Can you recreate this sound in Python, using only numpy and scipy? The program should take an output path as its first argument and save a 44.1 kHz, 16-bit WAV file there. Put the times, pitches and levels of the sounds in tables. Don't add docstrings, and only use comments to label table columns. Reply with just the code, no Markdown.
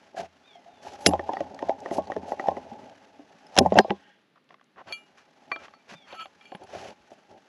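import sys
import numpy as np
from scipy import signal
from scipy.fft import rfft, irfft
from scipy.io import wavfile
from scipy.ndimage import uniform_filter1d

SR = 44100
rng = np.random.default_rng(int(sys.argv[2]) if len(sys.argv) > 2 else 0)


def to_wav(sig):
    pcm = np.clip(np.atleast_2d(sig), -1, 1) * 32767
    pcm = np.round(pcm).astype(np.int16)
    wavfile.write(sys.argv[1], SR, pcm.T)


def level_to_linear(level):
    exponent = np.asarray(level, float) / 20
    return 10 ** exponent


N = 329868
T = np.arange(N) / SR

# [t/s, level/dB, strongest f/Hz]
BAR_KNOCKS = [(1.064, -6.5, 421), (1.088, -11.5, 281), (1.136, -14, 792), (1.154, -18.5, 844),
              (1.194, -23, 563), (1.292, -15, 873), (1.334, -23, 760), (1.368, -22.5, 804),
              (1.406, -18, 563), (1.626, -16.5, 558), (1.694, -10, 690), (1.86, -25, 666),
              (1.913, -17.5, 560), (1.984, -11.5, 616), (2.101, -20, 801), (2.119, -23.5, 542.5),
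              (2.164, -19, 395), (2.281, -29.5, 640), (2.32, -14, 800), (2.397, -24, 546), (2.485, -7, 816),
              (2.517, -21, 792), (2.57, -24.5, 560)]
LEVER_BOUNCES = [(3.566, -19, 943.5), (3.581, -8, 868.7), (3.586, -7.5, 524.5), (3.609, -7, 262.7),
                 (3.653, -16.5, 619), (3.661, -7, 819), (3.727, -15, 741), (3.756, -9.5, 732.3),
                 (3.774, -10, 901.4), (3.788, -3, 808), (3.847, -21.5, 638), (3.907, -17.5, 825),
                 (3.914, -19.5, 354.6)]
HAND_TAPS = [(0.145, -34.5, 673.2), (0.868, -28.5, 856), (3.194, -37, 295.3), (4.504, -55, 690),
             (4.542, -48.5, 1056), (5.516, -29, 659), (5.561, -38, 834.5), (5.683, -63, 1080),
             (5.74, -56, 863), (6.128, -36.5, 712), (6.256, -38.5, 779), (6.52, -32, 768.5),
             (6.549, -32, 753), (6.64, -45, 793), (6.749, -27.5, 560), (7.118, -35.5, 684)]
# [t/s, level/dB, f/Hz]
CREAKS = [(0.168, -34.5, 696), (0.176, -26, 693), (0.195, -27, 685), (0.232, -37.5, 668), (0.554, -43, 702),
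          (0.577, -49.5, 700), (0.66, -44, 691), (0.682, -43.5, 713), (0.725, -49.5, 715),
          (0.849, -38, 702), (0.932, -40.5, 805), (1.008, -39.5, 830), (1.11, -23.5, 750),
          (1.124, -22.5, 804), (1.228, -35, 820), (1.316, -30, 850), (1.34, -30.5, 795), (1.684, -25, 748),
          (1.701, -19.5, 797), (2.458, -22, 803), (6.733, -33, 617), (6.812, -37.5, 759)]
# [t/s, level/dB]
THUMPS = [(0.193, -44), (1.067, -19), (1.403, -39), (1.649, -44), (1.913, -40.5), (1.985, -37.5),
          (2.171, -37.5), (2.481, -36.5), (3.583, -17.5), (3.665, -23), (3.722, -20), (3.757, -29),
          (3.778, -18), (3.903, -23), (5.919, -47.5), (6.749, -46)]
# [f/Hz, level/dB, t60/s]
PLANK_MODES = [(252, -2.5, 0.039), (318, -5.5, .06), (372, 0.5, 0.043), (476, -9.5, 0.071),
               (560, 0.5, 0.048), (680.6, 0.5, 0.055), (772.4, -3, 0.078), (832.5, 0.5, 0.041),
               (1050, -18, 0.19)]
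GROUND_MODES = [(84.4, -2, 0.47), (149, -3, 0.048), (185, -3.5, 0.21)]
GROAN_MODES = [(281, -3, 0.056), (742.8, 0.5, 0.041), (820, -0.5, .06)]

# [t/s, level/dB, ping/dB, treble/dB]
CRACKS = [(1.0626, 2, -25, -6.5), (1.0676, -1.5, -23, 2.5), (1.0906, -23.5, -18, 1.5),
          (3.467, -48, -12, -1.5), (3.5446, -47.5, -10, -1.5), (3.555, -35, -4.5, -2),
          (3.566, -18.5, -16.5, -8.5), (3.5768, -9, -14, -10), (3.5871, 3.5, -18.5, -4),
          (3.6606, -39.5, 7, -0.5), (3.7232, -30.5, -14, -20), (3.7414, -37.5, -7.5, -11),
          (3.7556, -28.5, -5.5, -27), (3.778, -19.5, -3.5, -13), (3.787, -1.5, -3.5, -17.5),
          (3.9048, -18, -3.5, -32)]
# [t/s, level/dB, ping/dB]
RIB_SLIPS = [(1.135, -27, -10.5), (1.1944, -33.5, 9), (1.293, -48, 13), (1.3339, -30.5, -4),
             (1.3688, -38, 12.5), (1.4051, -32.5, 2), (1.5905, -36.5, 4.5), (1.6242, -35, -5),
             (1.6943, -29, -12), (1.8592, -42.5, 16.5), (1.9095, -38.5, 5.5), (2.119, -33, 8),
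             (2.164, -36.5, 3), (2.3203, -40.5, 7.5), (2.396, -33, 12), (2.471, -37.5, -3),
             (2.4843, -31.5, 1), (2.5676, -42, 8.5)]
PIN_TICKS = [(4.5067, -44, 1.5), (4.5422, -47, 4.5), (4.6119, -54.5, 8), (4.9235, -42.5, -12),
             (5.5159, -30, 5.5), (5.5609, -28.5, -3), (5.6817, -47.5, 8.5), (5.7375, -52.5, 13),
             (6.1317, -34, -17), (6.2573, -37, -4), (6.4126, -46, -7), (6.4544, -57, -11.5),
             (6.5192, -38, -10), (6.55, -31, -8.5), (7.1167, -48, -3)]
# [f/Hz, level/dB]
CRACK_COLOUR = [(710, -26), (1200, -11), (1720, -3), (2530, -8.5), (3180, -5), (4650, -15), (5180, -2.5),
                (6300, -6), (9010, -23), (10600, -2.5), (11700, -28.5), (14800, -26), (16000, -31.5)]
# [f/Hz, level/dB, t60/s]
ROLLER_MODES = [(1865, -3.5, 0.025), (2070, -6, 0.0017), (1200, -2, 0.013)]
HELD_BAR_MODES = [(800, -3, .014), (1150, -.1, .016), (1500, -3, .01), (2000, -4, .01)]
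CLAMPED_BAR_MODES = [(2821, -4, 0.07), (4936, -13, 0.08), (6137, -22, 0.08), (7445, -5, 0.065),
                     (10230, 0, 0.08), (12870, -25, 0.08), (13770, -25, 0.07)]
LEVER_MODES = [(1626, 31.5, 0.033), (2480, -10, 0.13), (3130, -15, .2), (3930, -6.5, 0.16),
               (4270, -4, 0.11), (4850, -6.5, 0.17), (5771, -15.5, 0.1)]
PIN_MODES = [(2550, -2, .012), (3000, 0.5, .012), (3500, -5, 0.0075)]
# [t/s, level/dB, f/Hz, t60/s]
LONG_RINGS = [
    (1.066, -31, 11140, .12),
    (3.587, -55, 9420, .4),
]
# [t/s, level/dB, f/Hz, t60/s]
SINGLE_NOTES = [(0.168, -42, 1655, .08), (1.065, -15.5, 699, 0.026), (1.1355, -9, 780, 0.011),
                (3.467, -48.5, 5145, .02), (3.665, -50.5, 6933, 0.016), (3.7216, -7.5, 560, 0.012),
                (3.733, -49, 4793, 0.022), (3.742, -44, 6960, .02), (3.766, -30.5, 2718, .02),
                (3.777, -25.5, 2710, 0.046), (3.7922, -12, 400, 0.033), (3.793, -39, 5763, .03),
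                (3.8, -45.5, 4974, .15), (3.81, -50.5, 4238, 0.12), (3.912, -58, 6300, 0.025),
                (3.95, -80.5, 7670, .3), (1.115, -57.5, 7600, 0.14), (1.35, -58, 4600, .3),
                (1.3, -32, 300, 0.047), (1.411, -29.5, 332.6, 0.055), (3.907, -20, 383.6, 0.066),
                (2.44, -26, 798, 0.055), (2.72, -37, 228.3, 0.089), (2.715, -33, 806.3, 0.069),
                (5.5172, -24.5, 1950, 0.027), (5.95, -49, 170, 0.1), (6.549, -39.5, 193.3, 0.05),
                (7.001, -58.5, 60, 0.19), (3.882, -34, 493.7, 0.03), (3.898, -28, 799, .02),
                (5.517, -26, 1160, .04), (5.741, -62, 4425, .2), (6.551, -52, 10250, 0.038),
                (6.636, -57.5, 10200, 0.038)]

# [t/s, second mode level/dB, then lowest, middle, fifth modes above it/dB]
CLINKS = [
    (4.924, -26.5, -27, -9.5, -2.5),
    (5.5171, -23, -28.5, -30.5, -13.5),
    (5.563, -42, -3, -7, -10),
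    (5.7367, -69, 11.5, -2.5, 9),
    (6.41, -46.5, -18.5, -7, -25.5),
    (6.4546, -44.5, -27, -7, -13),
]
# [f/Hz, level/dB, t60/s]
STIRRUP_MODES = [(1314, -22, 0.21), (2363, -2, 0.16), (2864, -16, 0.31), (3268, -11, 0.1), (4425, 0, 0.09),
                 (6390, -27, 0.12), (7267, -39, 0.29), (9986, -31, 0.22), (10200, -24, 0.063),
                 (11040, -32, 0.3), (12960, -38, 0.11), (13800, -59, 0.12)]
RUBBED_MODES = [(2363, 0, .035), (2864, -1, .03), (3268, -3, .03), (4425, -8, .07), (6390, -21, .08),
                (7267, -22, .12), (10100, -22, .05), (11040, -22, .1), (12960, -26, .06)]
# [t/s, level/dB]
PIN_SLIDES = [
    [(4.865, -76), (4.88, -64), (4.92, -47), (4.93, -82)],
    [(6.07, -77), (6.09, -59), (6.13, -61), (6.17, -52), (6.205, -45.5), (6.228, -50), (6.24, -55.5),
     (6.275, -65)],
    [(6.4, -82.5), (6.415, -71.5), (6.48, -64), (6.53, -64), (6.56, -61)],
    [(6.62, -77.5), (6.64, -59.5), (6.67, -84.5)],
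    [(6.68, -80), (6.76, -59.5), (6.86, -59), (6.93, -78)],
]
SLIDE_LOW_DB = [-7, 6.5, 0, -8, -13]

# [t/s, effort/dB]
EFFORT = [(0, -56.5), (.3, -66), (.5, -62.5), (.8, -59), (1.06, -47.5), (2.58, -44.5), (2.85, -46),
          (3.0, -58), (3.5, -58.5), (3.94, -58), (4.03, -64), (4.45, -93), (4.95, -65), (5.35, -66.5),
          (5.55, -55), (5.8, -67.5), (6.0, -63), (7.48, -64)]
# [t/s, length/s, plank/dB, air/dB, tilt/dB per octave]
DRAGS = [(0.157, 0.068, -40.5, -45, 2), (0.206, 0.063, -44.5, -53.5, 0.5), (0.802, 0.18, -54, -54, 3),
         (0.983, 0.14, -57.5, -55.5, 10.5), (1.903, 0.1, -36, -51, 9), (2.26, 0.096, -56, -62.5, 8),
         (3.756, 0.062, -17, -39, -2.16), (4.352, 0.04, -69.5, -60.5, -9.5),
         (4.485, 0.0604, -62.5, -64, -4), (4.757, 0.075, -53, -49.5, -12), (4.852, 0.092, -50, -50.5, -4),
         (5.166, 0.067, -91.5, -58.5, -1), (5.589, 0.0875, -58, -50.5, -3.5),
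         (5.876, 0.086, -50.5, -48, -0.5), (6.054, 0.128, -58.5, -52, -5.5),
         (6.188, 0.051, -56.5, -50.5, -7), (6.59, 0.073, -48.5, -69.5, -3),
         (6.663, 0.15, -49, -55.5, -0.66), (6.709, 0.24, -44, -50.5, 1.25), (7.096, 0.057, -57.5, -67.5, 5),
         (7.282, 0.12, -55, -93, 4)]
# [f/Hz, level/dB]
SCRAPE_COLOUR = [(590, -34.5), (1000, -3.5), (1330, -3), (1610, -1.5), (2210, -6.5), (2740, -5),
                 (3720, -11), (6200, -12.5), (9110, -31), (10800, -21), (15000, -63.5)]
# [f/Hz, level/dB]
SKID_COLOUR = [(4000, -30), (8000, -1.5), (16000, 8)]
# [t/s, level/dB, centre f/Hz]
SPECKS = [(1.5457, -40.5, 5060), (1.688, -37.5, 4930), (1.8033, -42, 5270), (2.0217, -45, 4000),
          (2.0545, -46, 4460), (2.0723, -42, 4450), (2.3046, -43.5, 5000), (2.4133, -49, 4470),
          (2.5094, -48.5, 4000), (3.545, -45, 5000), (3.704, -44.5, 3500), (3.7888, -9.5, 4197),
          (3.897, -34, 2000), (4.3586, -60, 2500), (4.4421, -66, 6530), (4.4905, -49, 3000),
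          (4.583, -59, 1200), (4.5967, -50.5, 1490), (4.63, -60, 1500), (4.6411, -58, 6510),
          (4.7602, -49, 1510), (5.5156, -26, 1200), (5.524, -27, 1200), (6.0843, -46.5, 3000),
          (6.1256, -38.5, 2800), (6.1624, -45, 2800), (6.1975, -36.5, 2800), (6.204, -38, 2760),
          (6.6355, -51, 4960), (6.6837, -53, 4020), (6.6987, -50, 5600), (6.8145, -43, 4540)]

# [t/s, f/Hz, level/dB]
HAWK_CALLS = [
    [(.44, 1136, -66), (.468, 1244, -63), (.52, 1145, -61), (.575, 1050, -59), (.7, 923, -76),
     (.83, 849.6, -67)],
    [(5.935, 1154, -64), (5.965, 1200, -58), (6.01, 1160, -62), (6.08, 1030, -57)],
]
# [f/Hz, level/dB]
THROAT = [(1720, -25), (1850, -9), (2250, -7), (2500, -2), (2650, -24), (3080, -24), (3250, -.5),
          (3600, 1.5), (3780, 0), (3900, -26), (4700, -20), (5600, -19), (6200, -30)]
# [f/Hz, level/dB]
AIR_COLOUR = [(18, -43.5), (30, -13), (95, -15.5), (172, 3.5), (413, -1), (894, -9.5), (1790, -7.5),
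              (4070, -14), (8160, -32.5), (10600, -24), (14000, -37)]
TREE_COLOUR = [(700, -35), (1600, -7.0), (3500, -3.5), (7000, -21.5)]
# [f/Hz, level/dB]
MIC_RESPONSE = [(20, -19), (70, -6.5), (110, 3.5), (8450, 0.74), (8850, -11), (9150, -14.5), (9500, -1.5),
                (14000, -5.5), (16000, -14.5), (16400, -49.5)]

KNOCK_T60_S, BOUNCE_T60_S, TAP_T60_S, T60_PER_OCTAVE = 0.065, 0.058, 0.09, 0.65
CREAK_T60_S, CREAK_RISE_S = 0.1, 0.0016
DEEP_DB, DEEP_BOUNCING_DB, BOUNCING_S = -11, -33, (3.62, 6.0)
RIB_TOP_DB, TICK_TOP_DB, DULLING = -7.5, -30, 0.99
DANGLING_TOP_DB, GRIPPED_TOP_DB, SEATED_TOP_DB, GRIPPED_S = -16, -30, -8, (5.0, 6.0)
CHOKE_S = 0.028
CHATTER_DB, GROAN_DB = -1.5, -4.5
IDLE_SCRAPE_DB, IDLE_KNEE_DB, IDLE_RATIO = -1.62, -63, 0.3
JERK_DB, JERK_SCRAPE_DB, JERK_RATIO = -30, -54.5, 0.32
JERK_BEFORE_S, JERK_AFTER_S = 0.013, 0.0071
SPECK_T60_S, SPECK_FLANK_DB = 0.012, -21.5
AIR_DB = -68


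def shaped(x, points):
    hz, db = np.transpose(points)
    bins_hz = np.arange(len(x) // 2 + 1) * SR / len(x)
    gain = level_to_linear(np.interp(np.log(bins_hz + 1), np.log(hz), db))
    y = irfft(rfft(x) * gain, len(x))
    return y / np.std(y)


def ring(modes, t, gains=1, stretch=1, shorten=1, rise=1e-5):
    hz, db, t60 = np.transpose(modes)[:, :, None]
    decay = 1000 ** (-t / (t60 * shorten))
    waves = level_to_linear(db) * gains * np.sin(2 * np.pi * hz * stretch * t) * decay
    return np.sum(waves, axis=0) * (1 - np.exp(-t / rise)) ** 2


def add(out, s, x, db):
    i = int(s * SR)
    out[i:i + len(x)] += (x * level_to_linear(db) / np.max(np.abs(x)))[:N - i]


def curve(tables, column, rest_db=-120):
    out = np.zeros(N)
    for rows in map(np.array, tables):
        out += level_to_linear(np.interp(T, rows[:, 0], rows[:, column], left=rest_db, right=rest_db))
    return out


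def grit(rate_hz, spread_db, hiss):
    hits = rng.random(N) < rate_hz / SR
    clicks = hits * level_to_linear(spread_db * rng.standard_normal(N)) * rng.choice([-1, 1], N)
    patches = uniform_filter1d(np.repeat(rng.standard_normal(N // 400 + 1), 400), 400)[:N]
    x = (clicks / np.std(clicks) + hiss * rng.standard_normal(N)) * level_to_linear(2.8 * patches)
    return x / np.std(x)


def through(force, modes, shorten):
    y = signal.fftconvolve(force, ring(modes, T[:SR // 5], shorten=shorten, rise=0.0028))[:N]
    return y / np.std(y)


def knocks():
    out, t = np.zeros(N), T[:SR // 4]
    groups = (BAR_KNOCKS, KNOCK_T60_S), (LEVER_BOUNCES, BOUNCE_T60_S), (HAND_TAPS, TAP_T60_S)
    for rows, t60 in groups:
        for s, db, pitch_hz in rows:
            modes = PLANK_MODES + [(pitch_hz, 1.5, 0.065)]
            hz = np.array(modes)[:, :1]
            near = np.exp(-(np.log(hz / pitch_hz) / 0.66) ** 2) + 0.48
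            place = level_to_linear(3 * rng.standard_normal(hz.shape)) * rng.choice([-1, 1], hz.shape)
            detune = 1 + 0.029 * rng.standard_normal(hz.shape)
            shorten = t60 * T60_PER_OCTAVE ** np.log2(pitch_hz / 700) / 0.083
            add(out, s - 0.001, ring(modes, t, near * place, detune, shorten, rise=0.00093), db)
    return out


def creaks():
    out, t = np.zeros(N), T[:SR // 4]
    for s, db, pitch_hz in CREAKS:
        notes = [(pitch_hz, 0, CREAK_T60_S), (pitch_hz * 1.07, -6, CREAK_T60_S)]
        add(out, s, ring(notes, t, rise=CREAK_RISE_S), db)
    return out


def thumps():
    out, t = np.zeros(N), T[:SR // 4]
    for s, db in THUMPS:
        bouncing = BOUNCING_S[0] < s < BOUNCING_S[1]
        deep_db, shorten = (DEEP_BOUNCING_DB, 0.55) if bouncing else (DEEP_DB, 1)
        gains = level_to_linear([[deep_db + 7.0], [0], [0]])
        detune = 1 + 0.059 * rng.standard_normal((3, 1)) * [[0.2], [1], [1]]
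        add(out, s, ring(GROUND_MODES, t, gains, detune, shorten, rise=0.0014), db)
    return out


def cracks():
    out, t, lead = np.zeros(N), T[:4096], 0.012
    late = t - lead
    creep = 0.096 * np.exp(late / 0.0021)
    snap = 1000 ** (-late / 0.016) + 0.003 * np.exp(-t / 0.01)
    shape = uniform_filter1d(np.where(t < lead, creep, snap), size=30)
    ribs = [(s, db, ping_db, RIB_TOP_DB - DULLING * (db + 40)) for s, db, ping_db in RIB_SLIPS]
    ticks = [(s, db, ping_db, TICK_TOP_DB - DULLING * (db + 40)) for s, db, ping_db in PIN_TICKS]
    for hits, part in (CRACKS + ribs, ROLLER_MODES), (ticks, HELD_BAR_MODES):
        for s, db, ping_db, top_db in hits:
            low_db = min(ping_db + 12.5, 0)
            colour = [(hz, v + (top_db - 0.5) * np.clip(np.log2(hz / 3500), 0, 1.5) + (hz < 2300) * low_db)
                      for hz, v in CRACK_COLOUR]
            add(out, s - lead, shaped(rng.standard_normal(len(t)), colour) * shape, db)
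            ping = ring(part, t, stretch=1 + rng.standard_normal() / 30, rise=0.00039)
            add(out, s, ping, db + ping_db)
    return out


def ringing_parts():
    out, t = np.zeros(N), T[:SR // 2]
    choke = np.exp(-np.maximum(t - CHOKE_S, 0) / 0.005)
    add(out, 1.066, ring(CLAMPED_BAR_MODES, t, rise=0.0031) * choke, -17)
    for s, db, part_hz, t60 in LONG_RINGS + SINGLE_NOTES:
        add(out, s, ring([(part_hz, 0, t60)], t, rise=0.00081), db)
    add(out, 3.787, ring(LEVER_MODES, t, rise=0.00017), -10)
    return out


def clinks():
    out, t, hz = np.zeros(N), T[:SR // 2], np.array(STIRRUP_MODES)[:, :1]
    tops_db = [DANGLING_TOP_DB, GRIPPED_TOP_DB, SEATED_TOP_DB]
    for s, db, low_db, mid_db, fifth_db in CLINKS:
        top_db = fifth_db + tops_db[np.searchsorted(GRIPPED_S, s)]
        between_db = (fifth_db + top_db) / 2 + 18.5
        lower_db = [low_db + 27, 0, mid_db + 9.5, mid_db + 13, fifth_db]
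        gains = level_to_linear(lower_db + [between_db] * 2 + [top_db + 23.5] * 5)
        held = 1.1 if s < 5.54 else 0.6
        body = ring(STIRRUP_MODES, t, gains[:, None], shorten=held * (hz / 2400) ** -0.15, rise=0.0001)
        add(out, s, body, db + 20 * np.log10(np.max(np.abs(body))))
    return out


def pin_rub():
    force = grit(1500, 4.5, 0.5)
    upper = level_to_linear(1.5) * through(force, RUBBED_MODES, 1.0)
    upper += level_to_linear(CHATTER_DB) * through(force, PIN_MODES, 1.0)
    lowest = through(force, STIRRUP_MODES[:1], 1.0)
    pressure = curve(PIN_SLIDES, 1)
    firm = (pressure / level_to_linear(-53)) ** 0.89
    low_gain = sum(level_to_linear(db) * curve([rows], 1) for rows, db in zip(PIN_SLIDES, SLIDE_LOW_DB))
    return upper * pressure + lowest * firm * low_gain


def jerks():
    power = np.zeros(N)
    for s, db, pitch_hz in BAR_KNOCKS + LEVER_BOUNCES:
        span = slice(int((s - 0.3) * SR), int((s + 0.4) * SR))
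        late = T[span] - s
        swell = np.exp(np.where(late < 0, late / JERK_BEFORE_S, -late / JERK_AFTER_S))
        power[span] += level_to_linear(2 * db) * min(pitch_hz / 520, 1) ** 4 * swell
    return np.sqrt(power)


def friction():
    force = grit(1200, 5.5, 0.5)
    rumble = through(grit(54, 1.9, 0.84), GROUND_MODES, 0.1)
    plank = through(force, PLANK_MODES[:-1], 0.75) + level_to_linear(-15.5) * rumble
    strained = through(force, PLANK_MODES[4:-1], 0.93)
    groan = through(force, GROAN_MODES, 1.0)
    dry = grit(3000, 4.5, 1.2)

    idle, jerk, knee = curve([EFFORT], 1), jerks(), level_to_linear(IDLE_KNEE_DB)
    rustle = level_to_linear(IDLE_SCRAPE_DB) * np.minimum(idle, knee * (idle / knee) ** IDLE_RATIO)
    jerk_scrape = level_to_linear(JERK_SCRAPE_DB) * jerk * (jerk + 0.06) ** (JERK_RATIO - 1)
    out = (level_to_linear(-1.5) * plank + level_to_linear(GROAN_DB) * groan) * idle
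    out += strained * level_to_linear(JERK_DB) * jerk
    out += shaped(dry, SCRAPE_COLOUR) * (rustle + jerk_scrape)

    for s, length_s, plank_db, air_db, tilt_db in DRAGS:
        span = slice(int(s * SR), int((s + length_s) * SR))
        air = shaped(dry[span], [(hz, v + tilt_db * np.log2(hz / 2500)) for hz, v in SCRAPE_COLOUR])
        drag = level_to_linear(plank_db) * plank[span] + level_to_linear(air_db) * air
        out[span] += drag * signal.windows.tukey(len(air), 0.6)
    add(out, 3.766, shaped(dry[:2500], SKID_COLOUR) * signal.windows.tukey(2500), -37)
    return out


def specks():
    out, t = np.zeros(N), T[:1024]
    shape = 1000 ** (-t / SPECK_T60_S) * (1 - np.exp(-t / 0.0003))
    near_db, far_db = SPECK_FLANK_DB, 2.5 * SPECK_FLANK_DB
    for s, db, hz in SPECKS:
        colour = [(hz / 4, far_db), (hz / 2, near_db), (hz, 0), (hz * 2, near_db), (hz * 4, far_db)]
        add(out, s, shaped(rng.standard_normal(len(t)), colour) * shape, db)
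    return out


def hawk():
    out = np.zeros(N)
    hoarse = uniform_filter1d(rng.standard_normal((2, N)), size=220) * np.sqrt(220)
    throat_hz, throat_db = np.transpose(THROAT)
    for rows in HAWK_CALLS:
        pitch = np.interp(T, *np.transpose(rows)[:2])
        phase = 2 * np.pi * np.cumsum(pitch * (1 + 0.004 * hoarse[0])) / SR
        partials = np.zeros(N)
        for k in range(2, 6):
            partials += level_to_linear(np.interp(k * pitch, throat_hz, throat_db)) * np.sin(k * phase)
        out += curve([rows], 2) * partials * level_to_linear(3.3 * hoarse[1])
    t = T[:SR // 4]
    trees = rng.standard_normal(len(t)) * np.exp(-t / 0.03) * level_to_linear(-37)
    return np.sqrt(2) * (out + signal.fftconvolve(out, trees)[:N])


def tree_line(near):
    spread = np.exp(-((T[:SR] - 0.28) / 0.11) ** 2)
    trunks = shaped(rng.standard_normal(SR), TREE_COLOUR) * spread
    return level_to_linear(-82) * signal.fftconvolve(near, trunks)[:N]


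def open_air():
    return shaped(rng.standard_normal(N), AIR_COLOUR) * level_to_linear(AIR_DB)


def scene():
    near = knocks() + creaks() + thumps() + cracks()
    near += ringing_parts() + clinks() + pin_rub() + friction()
    return (near + tree_line(near) + specks() + hawk() + open_air())[None]


def low_pass(x):
    return signal.sosfilt(signal.butter(12, 16320, fs=SR, output="sos"), x)


def record(dry):
    heard = np.clip(shaped(dry[0], MIC_RESPONSE) * np.std(dry), -1, 1)
    lowpass = signal.butter(10, 16300, fs=SR, output="sos")
    heard = signal.sosfiltfilt(lowpass, heard)[None]
    return low_pass(heard)


dry = scene()
out = record(dry)
to_wav(out)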